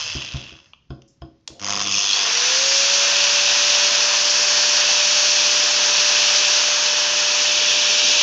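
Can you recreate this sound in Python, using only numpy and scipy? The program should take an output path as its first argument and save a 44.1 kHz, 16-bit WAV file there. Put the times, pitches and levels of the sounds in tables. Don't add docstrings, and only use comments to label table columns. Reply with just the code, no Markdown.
import sys
import numpy as np
from scipy import signal
from scipy.fft import rfft, irfft, next_fast_len
from scipy.io import wavfile
from scipy.ndimage import uniform_filter1d, map_coordinates

SR = 44100
rng = np.random.default_rng(int(sys.argv[2]) if len(sys.argv) > 2 else 0)


def master(y):
    cut = np.clip(np.atleast_2d(y).T, -1, 1)
    pcm = np.round(cut * 32767)
    wavfile.write(sys.argv[1], SR, pcm.astype(np.int16))


def ratio_of_db(decibels):
    return 10 ** (np.asarray(decibels, float) / 20)


N = 362502
MAINS_HZ = 50
CURRENT_ON_S, STANDSTILL_S = 1.595, 0.8


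def seconds():
    return np.arange(N) / SR


def unit(x):
    return x / np.sqrt(np.mean(x ** 2) + 1e-20)


def steady(x, span=4410):
    return x / np.sqrt(np.abs(uniform_filter1d(x ** 2, size=span)) + 1e-12)


def along(points, hz):
    f, v = np.transpose(points)
    return np.interp(np.log(hz + 1), np.log(f + 1), v)


def curves(rows):
    s, *cols = np.transpose(rows)
    return [np.interp(seconds(), s, c) for c in cols]


def gate(start_s, rise_s, end_s, fall_s):
    corners_s = [start_s, start_s + rise_s, end_s, end_s + fall_s]
    return np.interp(seconds(), corners_s, [-60, 0, 0, -60], -200, -200)


def wobble(rate_hz):
    knots = rng.standard_normal(int(N * rate_hz / SR) + 4)
    return map_coordinates(knots, [np.arange(N) * rate_hz / SR])


def filtered(x, response):
    m = next_fast_len(N + SR // 2)
    return irfft(rfft(x, m) * response(np.fft.rfftfreq(m, 1 / SR)), m)[..., :N]


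def noise(spectrum):
    return unit(filtered(rng.standard_normal(N), lambda hz: ratio_of_db(along(spectrum, hz))))


def resonance(centre_hz, width_hz, db, f):
    return ratio_of_db(db) * 1j * f * width_hz / (centre_hz ** 2 - f * f + 1j * f * width_hz)


def ringing(modes, f):
    return sum(resonance(*mode, f) for mode in modes)


def dying(t60s):
    hz, t, z = signal.stft(rng.standard_normal(SR // 2), SR, nperseg=256)
    fade = ratio_of_db(-60 * t / along(t60s, hz)[:, None])
    tail = signal.istft(z * fade, SR, nperseg=256)[1][:SR // 2]
    return tail / np.linalg.norm(tail)


def bursts(count, scatter_db, decay_s):
    hit = np.diff(np.floor(count), prepend=np.floor(count[0])) > 0
    size = ratio_of_db(scatter_db * rng.standard_normal(int(np.abs(count).max()) + 2))
    t = np.arange(SR // 40) / SR
    impact = np.exp(-t / decay_s) * (1 - np.exp(-t / 0.0002))
    return signal.fftconvolve(hit * size[np.abs(count).astype(int)], impact)[:N]


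def strikes(rows, spectrum, t60_s=None):
    x, t = np.zeros(N + SR), np.arange(SR // 20) / SR
    for s, db, *own_t60 in rows:
        t60 = own_t60[0] if own_t60 else t60_s
        crack = ratio_of_db(db - 60 * t / t60) * (1 - np.exp(-t / 0.0006))
        x[round(s * SR):][:len(t)] += crack * rng.standard_normal(len(t))
    grid_hz = np.linspace(0, SR / 2, 2000)
    norm = np.sqrt(np.mean(ratio_of_db(along(spectrum, grid_hz)) ** 2))
    return filtered(x[:N], lambda hz: ratio_of_db(along(spectrum, hz)) / norm)


# (time [s], speed [turns/s])
ROTOR_SPEED = [(1.6, 40), (1.88, 208), (2.01, 230), (2.06, 280), (2.12, 349), (2.2, 402), (2.291, 448),
               (2.44, 503), (2.64, 545), (2.93, 565), (3.3, 577), (3.5, 581), (4, 586.3), (4.5, 589),
               (5, 590.4), (6, 591.2), (7, 591.6), (8.22, 593.5)]


def rotor():
    return uniform_filter1d(curves(ROTOR_SPEED)[0], size=SR // 12)


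def chopper():
    t = seconds()
    delay_ms = np.maximum(5.6 - 10.5 * (t - CURRENT_ON_S), 1.1)
    kick_share = 0.97 * np.clip(1 - (rotor() - 153) / 365, 0, 1)
    return 2 * MAINS_HZ * (t - delay_ms / 1000), kick_share


def speed_left():
    return np.clip(1 - (seconds() / STANDSTILL_S) ** 2, 1e-3, 1)


def tooth_force(coasting):
    knocks_per_s, loose_share, same_kick = 155, 0.67, 0.3
    t = seconds()
    fired, kick_share = chopper()
    kicks = bursts(fired, scatter_db=1.5, decay_s=0.0015)
    loose_count = np.cumsum(knocks_per_s * speed_left()) / SR + 0.21 * wobble(60)
    loose = bursts(loose_count, scatter_db=1.5, decay_s=0.0012)
    grit_count = np.cumsum(np.full(N, 700 / SR)) + 0.45 * wobble(300)
    grit = bursts(grit_count, scatter_db=-7.5, decay_s=0.0018)
    share = np.clip(np.where(coasting, loose_share * (t < 0.66), kick_share), 0, 1)
    pulse = np.sqrt(share) * steady(np.where(coasting, loose, kicks))
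    pulse += np.sqrt(1 - share) * (1.83 + 0.21 * unit(grit))
    same = np.clip(same_kick * share ** 2 * ~coasting, 0, 1)
    again = rng.standard_normal(SR // 100 + 1)[(fired % 1 * (SR // 100)).astype(int)]
    return steady(pulse) * (np.sqrt(1 - same) * rng.standard_normal(N) + np.sqrt(same) * again)


# (time [s], level [dB])
EFFORT = [(1.6, -33.5), (1.67, -23), (1.8, -20), (1.84, -23), (1.97, -17.5), (2.1, -19.5), (2.28, -18),
          (3.26, -16), (4.49, -17), (6.37, -16), (6.98, -17.5), (8.2, -15.5), (8.22, -13.5)]
# (frequency [Hz], density [dB/Hz])
COAST_COLOUR = [(59, -47), (100, -11), (160, -22.5), (386, -31), (562, -11), (745, -17.5), (969, -11.5),
                (2260, -13), (2670, -1), (3740, -7.5), (5150, -10.5), (6330, -9.5), (8880, -42.5),
                (11500, -91), (19500, -120)]
# (frequency [Hz], density [dB/Hz])
KICK_COLOUR = [(240, -14), (400, -12), (546, -6), (606, -17), (717, -4), (795, -14), (1070, -2.5),
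               (1600, -12), (2250, -9), (2800, -0.5), (3490, -1.5), (3820, -9), (6500, -1), (8880, -49.5),
               (11500, -82), (19500, -120)]
# (frequency [Hz], density [dB/Hz])
SPEED_COLOUR = [(35, -74.5), (60, -49.5), (125, -36), (190, -25), (420, -18), (650, -12), (1000, -11.5),
                (1630, -5.5), (2040, -10.5), (2600, -2), (4060, -3.5), (5960, 2.5), (6730, -5), (7600, -22),
                (9880, -55.5)]
# (frequency [Hz], width [Hz], level [dB])
GEAR_HEAD = [(2650, 340, -3.5), (3120, 44, 0.5), (3365, 90, 4), (4900, 71, -1.5), (5230, 390, -3.5),
             (6200, 60, -3.5), (6120, 66, -5)]
# (frequency [Hz], width [Hz], level [dB])
GUARD_MODES = [(970, 180, -1), (1850, 370, -8.5), (2655, 120, -10), (3390, 110, -9), (4420, 330, -6),
               (5110, 110, -8.5), (5490, 270, -18.5), (8200, 700, 2.5)]
# (low edge [Hz], high edge [Hz])
PART_BANDS = [
    (2300, 4000),
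    (4000, 11000),
    (500, 2300),
    (20, 500),
]
# (first level [dB], fade [dB/s], power of speed left [1])
PART_COASTING = [(-32, 0.5, 2.9), (-28.5, 43.5, .55), (-41, 17, 1.3), (-50.5, 2, 2.5)]
# (kicked [dB], at speed [dB], teeth taking load [dB], tool tilted [dB])
PART_RUNNING = [(-7.5, -5.5, 0, 1), (-4.5, -2, 0.4, -1.2), (-10, -12.5, -8, -1.6), (-22.5, -29, -7, .6)]


def clatter():
    t = seconds()
    coasting = t < 1.2
    force = tooth_force(coasting)
    slow = unit(filtered(force * coasting,
                         lambda hz: ratio_of_db(along(COAST_COLOUR, hz)) * (1 + 2 * ringing(GEAR_HEAD, hz))))
    start = unit(filtered(force, lambda hz: ratio_of_db(along(KICK_COLOUR, hz)) * (1 + 0.77 * ringing(GEAR_HEAD, hz))))
    fast = filtered(force, lambda hz: ratio_of_db(along(SPEED_COLOUR, hz)) * (1 + ringing(GUARD_MODES, hz)))
    blend = np.clip((rotor() - 200) / 300, 0, 1)
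    effort_db, = curves(EFFORT)
    tilt = np.clip((t - 6.55) / 1.4, 0, 1)
    load = np.exp(-((t - 1.99) / 0.1) ** 2 / 2)
    current_in = np.clip((t - CURRENT_ON_S) / 0.038, 0, 1)
    left = speed_left()
    out = np.zeros(N)
    for (lo, hi), coast_row, run_row in zip(PART_BANDS, PART_COASTING, PART_RUNNING):
        first_db, fade, power = coast_row
        kick_db, fast_db, load_db, tilt_db = run_row
        band = lambda hz: (hz >= lo) & (hz < hi)
        coast = ratio_of_db(first_db - fade * t) * left ** power * (t < STANDSTILL_S + 0.1)
        run_db = effort_db + (1 - blend) * kick_db + blend * fast_db + load_db * load + tilt_db * tilt
        run = ratio_of_db(run_db) * current_in
        coast_sound = np.sqrt(coasting.mean()) * unit(filtered(slow, band))
        low = np.where(coasting, coast_sound, unit(filtered(start, band)))
        mix = (1 - blend) * low + blend * unit(filtered(fast, band))
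        mix /= np.sqrt(np.mean(mix[N // 2:] ** 2))
        unsteady = ratio_of_db(0.27 * wobble(7) + 0.47 * wobble(30) + 0.5 * wobble(2.592))
        out += (coast + run) * unsteady * mix
    return out


# (frequency [Hz], level [dB])
SLOT_LEVEL = [(2100, -79), (2700, -30.5), (3500, -40.5), (4200, -29), (4900, -31.5), (5600, -26),
              (6550, -30.5), (7050, -53)]
# (frequency [Hz], level [dB])
BAR_LEVEL = [(4600, -63), (5000, -40.5), (5350, -33), (5900, -33.5), (6600, -44), (7500, -73)]
# (frequency [Hz], width [Hz], level [dB])
CASTING_WALL = [(3360, 160, 0)]
# (multiple of rotor speed [1], level at full speed [dB])
WEAK_ORDERS = [(.2725, -61.5), (2.667, -48.5), (3.74, -49.5), (4.265, -38.5), (5.075, -36.5), (8, -48),
               (9, -42.5), (10, -43.5), (11, -37.5), (12, -48), (13, -60), (14.07, -70.5)]
# (frequency [Hz], width [Hz], level [dB])
SHELL_MODE = [(545.6, 61, 7.5)]


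def whine():
    speed, (fired, kick_share), t = rotor(), chopper(), seconds()
    angle = 2 * np.pi * np.cumsum(speed) / SR
    pull = 1 + 1.5 * kick_share * np.sin(2 * np.pi * fired)

    def tone(order, db, rough, rate_hz):
        level = np.sqrt(2) * ratio_of_db(db + 4.4 * np.minimum(rough, 1) * wobble(rate_hz))
        return level * np.sin(order * angle + rough * wobble(rate_hz))

    looseness = 0.22 + 2.6 * kick_share ** 1.2
    slots = pull * tone(12, along(SLOT_LEVEL, 12 * speed), looseness, 120)
    bars = pull * tone(24, along(BAR_LEVEL, 24 * speed), 1.7, 300)
    bars = filtered(bars, lambda hz: 1 + ringing(GEAR_HEAD, hz))
    loaded = ratio_of_db(-27.5) * np.exp(-((t - 2.14) / 0.09) ** 2 / 2)
    wall = unit(filtered(rng.standard_normal(N), lambda hz: ringing(CASTING_WALL, hz) ** 2))
    mesh = loaded * pull * wall
    settled_db = 60 * np.log10(speed / speed[-1])
    lines = sum(tone(k, db + settled_db, 0.35 + 0.038 * k, 15) for k, db in WEAK_ORDERS)
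    swing = (speed / speed[-1]) ** 3.4 * np.abs(1 + ringing(SHELL_MODE, speed))
    imbalance = swing * tone(1, -42, 0.1, 30)
    return (imbalance + slots + bars + mesh + lines) * (t > CURRENT_ON_S)


# (time [s], peak [dB])
KICK_JOLTS = [(1.5954, -18.5), (1.615, -18.5), (1.705, -5.5), (1.8145, -4.5), (1.8696, -9), (1.9119, -8),
              (2.004, -11.5), (2.0411, -14.5)]


def jolts():
    return ratio_of_db(-7.5) * strikes(KICK_JOLTS, KICK_COLOUR, t60_s=0.016)


# (time [s], peak [dB])
BACKLASH_KNOCKS = [(0.1004, -14.5), (0.1696, -16.5), (0.22, -14.5), (0.246, -19), (0.2878, -19.5),
                   (0.3202, -22), (0.3365, -21), (0.3674, -19.5), (0.3954, -29.5), (0.414, -27.5),
                   (0.4399, -24), (0.4613, -34), (0.48, -28), (0.4913, -28.5), (0.5053, -29), (0.5687, -38)]
# (time [s], peak [dB], t60 [s])
GEAR_SETTLING = [(0.734, -30, 0.018), (0.853, -66, 0.016)]
# (frequency [Hz], density [dB/Hz])
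DROP_COLOUR = [(180, -77), (300, -45), (964, -9), (2170, -31), (2420, -11), (3370, -7), (3860, -22),
               (8000, -52), (10400, -77), (17600, -120)]


def knocks():
    backlash = ratio_of_db(-6) * strikes(BACKLASH_KNOCKS, COAST_COLOUR, t60_s=0.018)
    return backlash + ratio_of_db(-4) * strikes(GEAR_SETTLING, DROP_COLOUR)


# (frequency [Hz], level [dB], unsteadiness [dB])
HUM_LINES = [(50, -25, 3), (100.5, -6, 1.5), (200, -4.5, 0.5), (308, -8.5, 6.5), (503, -17, 3),
             (700, -20, 3)]


def hum():
    t, lift_s = seconds(), 1.98
    level = ratio_of_db(-38 + gate(CURRENT_ON_S - 0.03, 0.055, lift_s, 0.05))
    return level * sum(ratio_of_db(db + depth_db * wobble(22)) * np.sin(2 * np.pi * hz * t)
                       for hz, db, depth_db in HUM_LINES)


# (time [s], peak [dB], t60 [s])
SWITCH_CLICKS = [
    (1.41, -60, 0.014),
    (1.476, -12.5, 0.017),
    (1.509, -46, 0.012),
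]
# (frequency [Hz], density [dB/Hz])
SNAP_COLOUR = [(180, -66), (300, -47), (906, -15.5), (2090, -14), (3790, -4.5), (6140, -4.5), (8880, -20.5),
               (11500, -54), (19500, -120)]
# (frequency [Hz], density [dB/Hz])
SKIN_COLOUR = [(3000, -40.5), (4300, -20), (5200, 0), (6400, -3), (7400, -5.5), (8000, -21), (8800, -21),
               (9500, -60.5)]
# (frequency [Hz], density [dB/Hz])
SLIDE_COLOUR = [(300, -4), (600, 11), (900, -5), (1500, -20), (3400, -17), (4300, -16), (6500, -21),
                (7500, -23), (8800, -41), (9500, -88)]
# (time [s], peak [dB], t60 [s])
FINGERTIPS = [(.898, -54, .012), (1.0195, -42.5, 0.019), (1.2145, -54, 0.011)]


def thumb():
    rub_s, slide_s, slide_end_s = 1.079, 1.49, 1.6
    rub_db = -60.5 - 200 * (seconds() - rub_s) + gate(rub_s - 0.008, 0.008, rub_s + 0.1, 0.05)
    slide_db = -53.5 + gate(slide_s - 0.015, 0.01, slide_end_s, 0.05)
    clicks = ratio_of_db(-4.5) * strikes(SWITCH_CLICKS, SNAP_COLOUR)
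    rubs = ratio_of_db(rub_db) * noise(SKIN_COLOUR) + ratio_of_db(slide_db) * noise(SLIDE_COLOUR)
    return clicks + rubs + strikes(FINGERTIPS, KICK_COLOUR)


# (time [s], peak [dB])
HAND_BUMPS = [(0.152, -25), (0.344, -23.5), (0.52, -38.5), (0.904, -24), (1.219, -27.5), (1.502, -37)]
# (frequency [Hz], level [dB], t60 [s])
TABLE_MODES = [(72.6, 2.5, 0.19), (129.6, -4, 0.24), (222.6, -11.5, 0.35), (255, -19, 0.25),
               (322.6, -11.5, 0.34), (550, -29, 1.3), (689, -12.5, 0.3)]
# (frequency [Hz], width [Hz], level [dB])
BOARD_MODES = [(214, 92, -4), (356, 67, -0.5), (567, 47, -11), (704, 59, -9.5), (1070, 62, -10),
               (1440, 140, -14), (2630, 190, -22.5), (3280, 220, -16.5), (5080, 170, -21),
               (6370, 330, -39.5)]
# (frequency [Hz], t60 [s])
BOARD_DECAY = [(200, 0.54), (700, 0.34), (1500, .2), (3000, 0.14), (6000, 0.31)]


def table():
    x, body, t = np.zeros(N + SR), np.zeros(N + SR), np.arange(SR // 2) / SR
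    for s, db in HAND_BUMPS:
        for late_s, part_db in [(0, -5), (0.015, -11.5)]:
            ring = sum(ratio_of_db(level + rng.normal(0, 4.1) - 60 * t / (0.59 * t60)) * np.sin(2 * np.pi * hz * t)
                       for hz, level, t60 in TABLE_MODES)
            x[round((s + late_s) * SR):][:len(t)] += ratio_of_db(db + part_db) * ring * (1 - np.exp(-t / 0.002))
        rattle = dying(BOARD_DECAY) * (1 + 3 * np.exp(-t / 0.0024))
        body[round(s * SR):][:len(t)] += ratio_of_db(db + 34.5) * rattle

    def boards(hz):
        modes = sum((-1) ** k * resonance(*mode, hz) for k, mode in enumerate(BOARD_MODES))
        return modes * (hz < 7300)

    return x[:N] + filtered(body[:N], boards)


# (frequency [Hz], t60 [s])
ROOM_DECAY = [(100, 0.36), (1000, 0.36), (4000, 0.46), (8000, 0.38)]


def room(x):
    return signal.fftconvolve(np.pad(x, (300, 0)), dying(ROOM_DECAY))[:N]


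# (frequency [Hz], density [dB/Hz])
HUSH_COLOUR = [(25, -6.5), (65, -5), (150, -3.5), (300, -15.5), (600, -24.5), (1500, -27), (3300, -30),
               (4500, -27.5), (6300, -29), (7500, -47), (9000, -74.5)]


def hush():
    return ratio_of_db(-65.5) * noise(HUSH_COLOUR)


def scene():
    gears = clatter()
    hits = jolts() + knocks() + thumb() + table()
    echo = room(ratio_of_db(-10) * hits + ratio_of_db(-20) * gears)
    return (gears + whine() + hits + hum() + echo + hush())[None]


# (frequency [Hz], gain [dB])
MIC_RESPONSE = [(20, -7), (40, -4.5), (70, 1.5), (7000, 0), (7600, -2), (8000, -13.5), (8500, -4),
                (8800, -7), (9100, -7.5)]


def microphone(x):
    return filtered(x, lambda hz: ratio_of_db(along(MIC_RESPONSE, hz)) * (hz < 9170))


def top_cut(x):
    return signal.sosfilt(signal.butter(12, 9030, fs=SR, output="sos"), x)


def record(dry):
    limited = dry / (1 + np.abs(dry / 0.52) ** 4) ** (1 / 4)
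    heard = microphone(limited)
    return top_cut(heard)


dry = scene()
out = record(dry)
master(out)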